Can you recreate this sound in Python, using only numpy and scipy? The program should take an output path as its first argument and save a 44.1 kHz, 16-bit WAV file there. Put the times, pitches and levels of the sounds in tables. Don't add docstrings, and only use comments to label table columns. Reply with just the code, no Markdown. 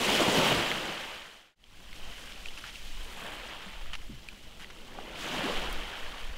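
import sys
import numpy as np
from scipy import signal
from scipy.fft import rfft, irfft, next_fast_len
from scipy.io import wavfile
from scipy.ndimage import uniform_filter1d

SR = 44100
rng = np.random.default_rng(int(sys.argv[2]) if len(sys.argv) > 2 else 0)


def to_wav(s):
    ch = np.atleast_2d(s).T
    pcm = np.round(np.clip(ch, -1, 1) * 32767)
    wavfile.write(sys.argv[1], SR, pcm.astype(np.int16))


N = 280917
TIME = np.arange(N) / SR
SCENE_CHANGE_S = 1.553

# frequency_hz, gain_db
FOAM_SPECTRUM = [(900, -13), (2000, 4), (3100, 6.5), (4200, 2), (5500, -1), (7500, -4), (10000, -9),
                 (13000, -12.5), (15700, -15)]


def from_db(db):
    return 10 ** (np.asarray(db) / 20)


def rms_one(x):
    return x / np.sqrt(np.mean(x ** 2) + 1e-20)


def drift(rate):
    r = np.exp(-80 * np.pi * rate / SR)
    slow = signal.lfilter([1], [1, -2 * r, r * r], rng.standard_normal(N // 40 + 2002))[2000:]
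    return np.interp(np.arange(N) / 40, np.arange(len(slow)), rms_one(slow))


def coloured(x, spectrum):
    size = 2 * next_fast_len(N)
    hz, db = np.transpose(spectrum)
    bins_hz = np.maximum(np.arange(size // 2 + 1) * SR / size, 1)
    gain = from_db(np.interp(np.log(bins_hz), np.log(hz), db))
    cepstrum = irfft(np.log(gain))
    response = np.exp(2 * rfft(cepstrum[:size // 2], size))
    return rms_one(irfft(rfft(x, size) * response)[:N])


def evened(x, seconds):
    power = np.abs(uniform_filter1d(x ** 2, max(int(seconds * SR), 2)))
    return x / np.sqrt(power + 1e-12)


def resonance(x, hz, width_hz):
    r = np.exp(-np.pi * width_hz / SR)
    feedback = [1, -2 * r * np.cos(2 * np.pi * hz / SR), r * r]
    return signal.lfilter(np.array([1, 0, -1]) * (1 - r * r) / 2, feedback, x + 1e-18)


def impulses(per_s, spread_db):
    sizes = from_db(spread_db * np.minimum(rng.exponential(1, N), 4.5))
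    return sizes * rng.choice([-1, 1], N) * (rng.random(N) < per_s / SR)


def bubbles(clicks, low_hz, high_hz, q, count=24):
    size_class = rng.integers(0, count, N)
    pitches = np.geomspace(low_hz, high_hz, count)
    return rms_one(sum(resonance(clicks * (size_class == k), hz, hz / q) for k, hz in enumerate(pitches)))


def water(grains, spectrum, blur_db, flutter_db, flutter_rate):
    near = rms_one(evened(grains, seconds=0.66))
    far = from_db(blur_db) * rng.standard_normal(N)
    steady = evened(coloured(near + far, spectrum), seconds=0.12)
    return steady * from_db(flutter_db * drift(flutter_rate))


def far_sea():
    # frequency_hz, gain_db
    spectrum = [(40, 20), (100, 7), (200, 8.5), (400, -4), (1000, -33.5), (2000, -22), (3100, -6),
                (4200, -31), (8000, -26), (15700, -22)]
    return from_db(-53) * coloured(rng.standard_normal(N), spectrum)


def wind(breeze_db):
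    # peak_s, level_db, half_width_s
    gusts = [(1.9, -42, .04), (2.06, -40, 0.075), (2.47, -39, 0.082), (2.949, -34.5, 0.15),
             (3.86, -34, 0.1), (4.04, -37, 0.11), (5.02, -45, 0.098), (5.57, -32, 0.043),
             (5.75, -31.5, 0.11), (6.049, -33.5, 0.059), (6.28, -31.5, 0.073)]
    # frequency_hz, gain_db
    spectrum = [(3, -18.5), (7, 5), (14, 2), (26, -7.5), (40, -9), (55, -7.5), (80, -29), (200, -48.5),
                (600, -59.5)]
    puffs = sum(from_db(db) * np.exp(-((TIME - s) / width) ** 2) for s, db, width in gusts)
    eddies = coloured(rng.standard_normal(N), spectrum)
    steady = eddies / np.abs(signal.hilbert(eddies))
    rumble = signal.sosfilt(signal.butter(3, 55, fs=SR, output="sos"), steady)
    return np.hypot(from_db(breeze_db), puffs) * rms_one(rms_one(rumble) + eddies)


def surge(layer, lag_s, rise_s, drop_db, fall_db_per_s, calm_db):
    # break_s, tumble_s, churn_db, wash_db, foam_db
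    waves = [(0.098, 0.37, -28.5, -30, -33), (2.051, 0.082, -58, -54, -54.5),
             (2.27, 0.21, -64.5, -61, -53.5), (2.66, .4, -75, -61, -52.5), (3.239, 0.049, -48.5, -45, -63),
             (3.52, 0.092, -74, -47.5, -57), (4.88, .1, -57, -59, -67), (5.291, 0.25, -39, -38.5, -44.5)]
    collapse_s = 0.27
    power = from_db(calm_db) ** 2
    for s, tumble_s, *levels_db in waves:
        db = levels_db[("churn", "wash", "foam").index(layer)]
        before, after = np.maximum(s + lag_s - TIME, 0), np.maximum(TIME - s - tumble_s, 0)
        build = 1 / (1 + (before / rise_s) ** 1.44)
        ebb = from_db(-drop_db * (1 - np.exp(-after / collapse_s)) - fall_db_per_s * after)
        drain_s = 0.09 + 3.63 * tumble_s
        drain = 1 / (1 + (after / drain_s) ** 6)
        same_place = (TIME < SCENE_CHANGE_S) == (s < SCENE_CHANGE_S)
        power = power + (from_db(db) * build * ebb * drain * same_place) ** 2
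    return 10 * np.log10(power)


def foam(level_db):
    fizz = bubbles(impulses(per_s=2200, spread_db=4.5), low_hz=2590, high_hz=13700, q=12)
    ticks = from_db(-4) * rms_one(impulses(per_s=1400, spread_db=8.5))
    hiss = water(fizz + ticks, FOAM_SPECTRUM, blur_db=7, flutter_db=0.78, flutter_rate=28)
    return from_db(level_db) * hiss


def sparkle(foam_db):
    rings = bubbles(impulses(per_s=420, spread_db=4), low_hz=3230, high_hz=14900, q=50, count=48)
    return from_db(foam_db - 14) * evened(coloured(rings, FOAM_SPECTRUM), seconds=0.5)


def wash(level_db):
    # frequency_hz, gain_db
    spectrum = [(150, -10), (400, -2), (700, -1), (1000, -1), (1500, 0), (2200, -2), (3200, -2),
                (4200, -11), (6500, -21.5), (14000, -59)]
    per_s = 1300 * from_db(0.5 * (level_db + 51))
    rings = bubbles(impulses(per_s, spread_db=1.5), low_hz=491.5, high_hz=4900, q=11.8)
    splashes = from_db(-3.5) * rms_one(impulses(per_s, spread_db=3))
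    rush = water(rings + splashes, spectrum, blur_db=0.5, flutter_db=1.25, flutter_rate=2.37)
    return from_db(level_db) * rush


def gurgles(wash_db):
    rings = bubbles(impulses(per_s=270, spread_db=2), low_hz=291, high_hz=2465, q=8.4, count=40)
    return from_db(0.57 * wash_db - 28.5) * evened(rings, seconds=0.44)


def churn(level_db):
    # frequency_hz, gain_db
    spectrum = [(50, -19), (90, -7.5), (135, -6), (190, -0.5), (265, -2.5), (340, -2.5), (540, -3),
                (850, -6.5), (1400, -11), (3000, -65)]
    pockets = bubbles(impulses(per_s=1200, spread_db=2.5), low_hz=114.3, high_hz=1114.5, q=22.7)
    return from_db(level_db) * water(pockets, spectrum, blur_db=7.5, flutter_db=1.76, flutter_rate=16)


def gulps(rise_s, t60_s):
    # start_s, level_db, pitch_hz
    pockets = [(0.275, -25, 177), (0.376, -25.5, 175), (0.521, -29, 125.4), (0.567, -33.5, 89.5),
               (0.763, -36, 190), (3.229, -44, 216), (3.661, -41.5, 192), (4.092, -38, 213),
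               (4.124, -40.5, 146), (4.145, -44, 115), (5.436, -26.5, 269)]
    out, wobble = np.zeros(N), 0.9 * drift(45)
    for s, db, hz in pockets:
        t = np.maximum(TIME - s, 0)
        swell = 2 * (1 - np.exp(-t / rise_s)) * from_db(db - 60 * np.minimum(t / t60_s, 3))
        out += swell * np.sin(2 * np.pi * hz * t + wobble)
    return out


def drips(wash_db, count, low_hz=1240, high_hz=3560):
    when, size, pitch = rng.random((count, 3)).T
    start_s = when * TIME[-1]
    level_db = np.interp(start_s, TIME, wash_db) + 7.5 + 5 * (2 * size - 1)
    return list(zip(start_s, level_db, low_hz * (high_hz / low_hz) ** pitch))


def plops(faint_drops, rise_s, crack_t60_s, spray_t60_s):
    # start_s,
    # level_db, pitch_hz
    loud_drops = [(0.7149, -15.5, 2080), (1.640, -31, 3210), (1.9291, -32, 2100), (2.1808, -34, 1480),
                  (2.3217, -29, 2340), (2.4584, -25.5, 2500), (2.4848, -28.5, 3000), (2.5754, -30, 2670),
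                  (2.640, -27.5, 1400), (2.6739, -37, 2860), (2.7568, -29, 2700), (3.9328, -25, 3000),
                  (3.952, -28, 2820), (4.2866, -28.5, 2430), (4.2868, -40, 8650), (4.6446, -31.5, 1950),
                  (4.7026, -39, 1790), (4.9872, -21.5, 770), (5.4972, -20, 550), (5.727, -30, 9700)]
    out, t = np.zeros(N), TIME[:SR // 8]
    for s, db, hz in loud_drops + faint_drops:
        band = signal.butter(2, [0.6 * hz, min(1.8 * hz, 0.45 * SR)], "band", fs=SR, output="sos")
        hiss = rms_one(signal.sosfilt(band, rng.standard_normal(len(t))))
        ring_t60_s = 0.013 * (2000 / hz) ** 0.3
        rising_tone = np.sin(2 * np.pi * hz * t * (1 + 2 * t))
        ring = rising_tone * from_db(-1 - 60 * t / ring_t60_s)
        splash = from_db(-22 - 60 * t / spray_t60_s) + from_db(-1.5 - 60 * t / crack_t60_s)
        drop = from_db(db) * (1 - np.exp(-t / rise_s)) * (ring + 0.5 * splash * hiss)
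        at = round(s * SR)
        out[at:at + len(t)] += drop[:N - at]
    return out


def rattles(edge_s):
    # start_s, level_db, length_s
    flurries = [(2.464, -53, 0.014), (2.569, -48.5, 0.027), (2.635, -47.5, 0.065), (3.931, -39.5, 0.015),
                (3.949, -39.5, 0.0069), (4.595, -48.5, 0.044), (4.699, -48, 0.011)]
    # frequency_hz, gain_db
    spectrum = [(150, -12), (500, -13), (1100, -1), (2000, 0), (3000, -3), (5800, -12), (8000, -21.5),
                (10500, -25), (15000, -40)]
    clicks = evened(coloured(impulses(per_s=2400, spread_db=4), spectrum), seconds=0.0047)
    envelope = np.zeros(N)
    for s, db, length_s in flurries:
        inside_s = np.minimum(TIME - s, s + length_s + edge_s - TIME)
        envelope += from_db(db) * np.clip(inside_s / edge_s, 0, 1)
    return clicks * envelope


def spray():
    # peak_s, level_db, half_width_s
    showers = [(3.25, -58, 0.18), (4.61, -62, 0.03), (5.26, -70, 0.045)]
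    # frequency_hz, gain_db
    spectrum = [(3000, -20), (7000, 9), (11000, 4), (15700, -2)]
    droplets = evened(coloured(impulses(per_s=11000, spread_db=6), spectrum), seconds=0.1)
    return droplets * sum(from_db(db) * np.exp(-((TIME - s) / width) ** 2) for s, db, width in showers)


def scene():
    foam_db = surge("foam", lag_s=-0.08, rise_s=0.042, drop_db=8.5, fall_db_per_s=3.5, calm_db=-57.5)
    wash_db = surge("wash", lag_s=0, rise_s=0.085, drop_db=2, fall_db_per_s=9.5, calm_db=-63)
    churn_db = surge("churn", lag_s=0.071, rise_s=0.14, drop_db=7, fall_db_per_s=17.5, calm_db=-67.5)
    surf = churn(churn_db) + wash(wash_db) + gurgles(wash_db) + foam(foam_db) + sparkle(foam_db) + spray()
    drops = plops(drips(wash_db, count=45), rise_s=0.0005, crack_t60_s=0.009, spray_t60_s=0.06)
    lapping = drops + gulps(rise_s=0.0067, t60_s=0.11) + rattles(edge_s=0.0018)
    fade_out = np.clip((SCENE_CHANGE_S - TIME) / 1.033, 0, 1)
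    fade_in = np.clip((TIME - SCENE_CHANGE_S) / 0.28, 0, 1)
    return ((fade_out + fade_in) * (surf + lapping + wind(breeze_db=-50) + far_sea()))[None]


def record(dry):
    hump = from_db(-8.5) * resonance(dry, hz=2914, width_hz=480)
    hump += from_db(-13.5) * resonance(dry, hz=3120, width_hz=260)
    top_cut = signal.ellip(12, 0.1, 80, 15700, fs=SR, output="sos")
    return signal.sosfilt(top_cut, dry + hump)


dry = scene()
out = record(dry)
to_wav(out)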